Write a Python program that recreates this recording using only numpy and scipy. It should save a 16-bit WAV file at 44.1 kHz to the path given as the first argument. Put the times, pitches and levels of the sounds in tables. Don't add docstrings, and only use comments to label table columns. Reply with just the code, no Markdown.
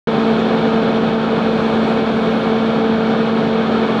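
import sys
import numpy as np
from scipy import signal
from scipy.fft import rfft, irfft
from scipy.io import wavfile

SR = 44100
rng = np.random.default_rng(int(sys.argv[2]) if len(sys.argv) > 2 else 0)


def bounce(signal):
    frames = np.transpose(np.atleast_2d(signal))
    limited = np.clip(frames, -1, 1)
    pcm = np.round(limited * 32767).astype(np.int16)
    wavfile.write(sys.argv[1], SR, pcm)


N = 176400
TIME_S = np.arange(N) / SR
BIN_HZ = np.fft.rfftfreq(N, 1 / SR) + 1e-3


def amp(db):
    return 10 ** (np.asarray(db) / 20)


def unit_rms(x):
    return x / np.sqrt(np.mean(x ** 2) + 1e-20)


def noise(bin_gain):
    return unit_rms(irfft(rfft(rng.standard_normal(N)) * bin_gain, N))


def wander(top_hz):
    return noise(BIN_HZ / (BIN_HZ + 1) / (1 + (BIN_HZ / top_hz) ** 4))


# delay/s, level/dB
LANE_ECHOES = [(.0135, -22), (0.03, -20.5), (.047, -23.5), (0.073, -21)]


def lane(steady):
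    return steady + sum(amp(db) * np.roll(steady, round(delay_s * SR)) for delay_s, db in LANE_ECHOES)


# t/s, sigma/s, level/dB, f/Hz, sigma/oct
NYLON_RUSTLES = [(0.299, 0.098, -68, 7000, .35), (.397, .01, -53, 6200, .2), (1.68, .12, -61, 6500, 0.42),
                 (1.89, 0.051, -60, 7400, .26), (2.198, .14, -64, 7000, .42),
                 (2.383, 0.033, -66, 10300, .15)]


def nylon(crinkle_db=2):
    out = np.zeros(N)
    for peak_s, sigma_s, db, hz, sigma_oct in NYLON_RUSTLES:
        swish = noise(np.exp(-0.5 * (np.log2(BIN_HZ / hz) / sigma_oct) ** 2))
        crinkle = amp(crinkle_db * wander(top_hz=250))
        envelope = np.exp(-0.5 * ((TIME_S - peak_s) / sigma_s) ** 2)
        out += amp(db) * envelope * unit_rms(swish * crinkle)
    return out


# f/Hz, half-width/Hz, level/dB
HOUSING_MODES = [(180.3, 8, -33.5), (780, 10, -39.5), (1254, 11, -43), (1379, 14, -43.5)]


def housing():
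    return sum(amp(db) * noise(1 / (1 + ((BIN_HZ - hz) / half_width_hz) ** 2))
               for hz, half_width_hz, db in HOUSING_MODES)


# f/Hz, relative density/dB
RUSH_SPECTRUM = [(15, -41.5), (32, -20.5), (72, -20), (90, -11), (115, -13), (132, -7), (175, -1),
                 (212, -4), (245, -2.0), (280, 0.5), (305, -10), (340, -5.5), (365, -4), (500, -2),
                 (590, -7), (720, -8.5), (775, -5), (840, -11), (1000, -12.5), (1380, -12.0), (1800, -18.5),
                 (1980, -25.5), (2100, -24), (2250, -15.5), (2370, -24), (2530, -19), (2660, -25.5),
                 (3200, -21.5), (3600, -22.0), (3880, -27.0), (4230, -26.6), (5110, -41), (5450, -39.0),
                 (6250, -46.5), (6650, -47.5), (8500, -56), (10300, -62), (15000, -76.3)]
# t/s, relative level/dB
RUSH_ENVELOPE = [(.1, 1), (.3, .8), (.8, 0.5), (1.02, 0.7), (1.2, -0.94), (1.65, 0.66), (2.4, 0),
                 (2.75, -0.1), (2.97, -1), (3.12, 0), (3.6, -0.26), (3.85, 0.5)]


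def air_rush(blade_cycles, level_db=-19, flutter_db=0.5, eddy_db=1.33, chop_depth=0.18):
    hz, density_db = np.transpose(RUSH_SPECTRUM)
    air = noise(amp(np.interp(np.log(BIN_HZ), np.log(hz), density_db)))
    low_hz, high_hz = 547, 1700
    bandpass = 1 / (1 + (low_hz / BIN_HZ) ** 8) / (1 + (BIN_HZ / high_hz) ** 8)
    midrange = irfft(rfft(air) * bandpass, N)
    chop = 1 + chop_depth * np.cos(2 * np.pi * blade_cycles)
    eddies = amp(eddy_db * wander(top_hz=170))
    rough_air = air + midrange * (unit_rms(chop * eddies) - 1)
    swell = amp(np.interp(TIME_S, *np.transpose(RUSH_ENVELOPE)))
    flutter = amp(flutter_db * wander(top_hz=14))
    return amp(level_db) * swell * flutter * rough_air


# harmonic number, level/dB, rms waver/dB
BLADE_HARMONICS = [(1, -19, 0.3), (2, -23.5, 1.5), (3, -32.5, 1), (4, -37.5, 0.5), (5, -45, 1)]
# t/s, relative level/dB
HUM_ENVELOPE = [(.1, -0.5), (.28, 3.2), (.4, -.3), (.7, .3), (1.2, -0.5), (1.6, -0.5), (1.75, 1),
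                (2.0, -1.6), (2.3, -1.5), (2.699, 0.9), (3.1, 0), (3.4, -.3), (3.7, 0), (3.951, -0.5)]


def blade_hum(blade_cycles):
    tones = np.zeros(N)
    for harmonic, db, waver_db in BLADE_HARMONICS:
        amplitude = np.sqrt(2) * amp(db + waver_db * wander(top_hz=9))
        tones += amplitude * np.cos(2 * np.pi * (harmonic * blade_cycles + rng.random()))
    swell = amp(np.interp(TIME_S, *np.transpose(HUM_ENVELOPE)))
    return swell * tones


def scene():
    blade_pass_hz, drift_rms = 223.63, 0.00096
    rate_hz = blade_pass_hz * (1 + drift_rms * wander(top_hz=1.8))
    blade_cycles = np.cumsum(rate_hz) / SR
    mix = blade_hum(blade_cycles) + lane(air_rush(blade_cycles) + housing()) + nylon()
    return mix[None]


def record(dry):
    start_s, rise_s, cutoff_hz = 0.072, 0.0003, 15600
    gate = np.clip((TIME_S - start_s) / rise_s, 0, 1)
    lowpass = signal.firwin(511, cutoff_hz, window=("kaiser", 9), fs=SR)
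    return signal.oaconvolve(dry * gate, lowpass[None], "same")


dry = scene()
out = record(dry)
bounce(out)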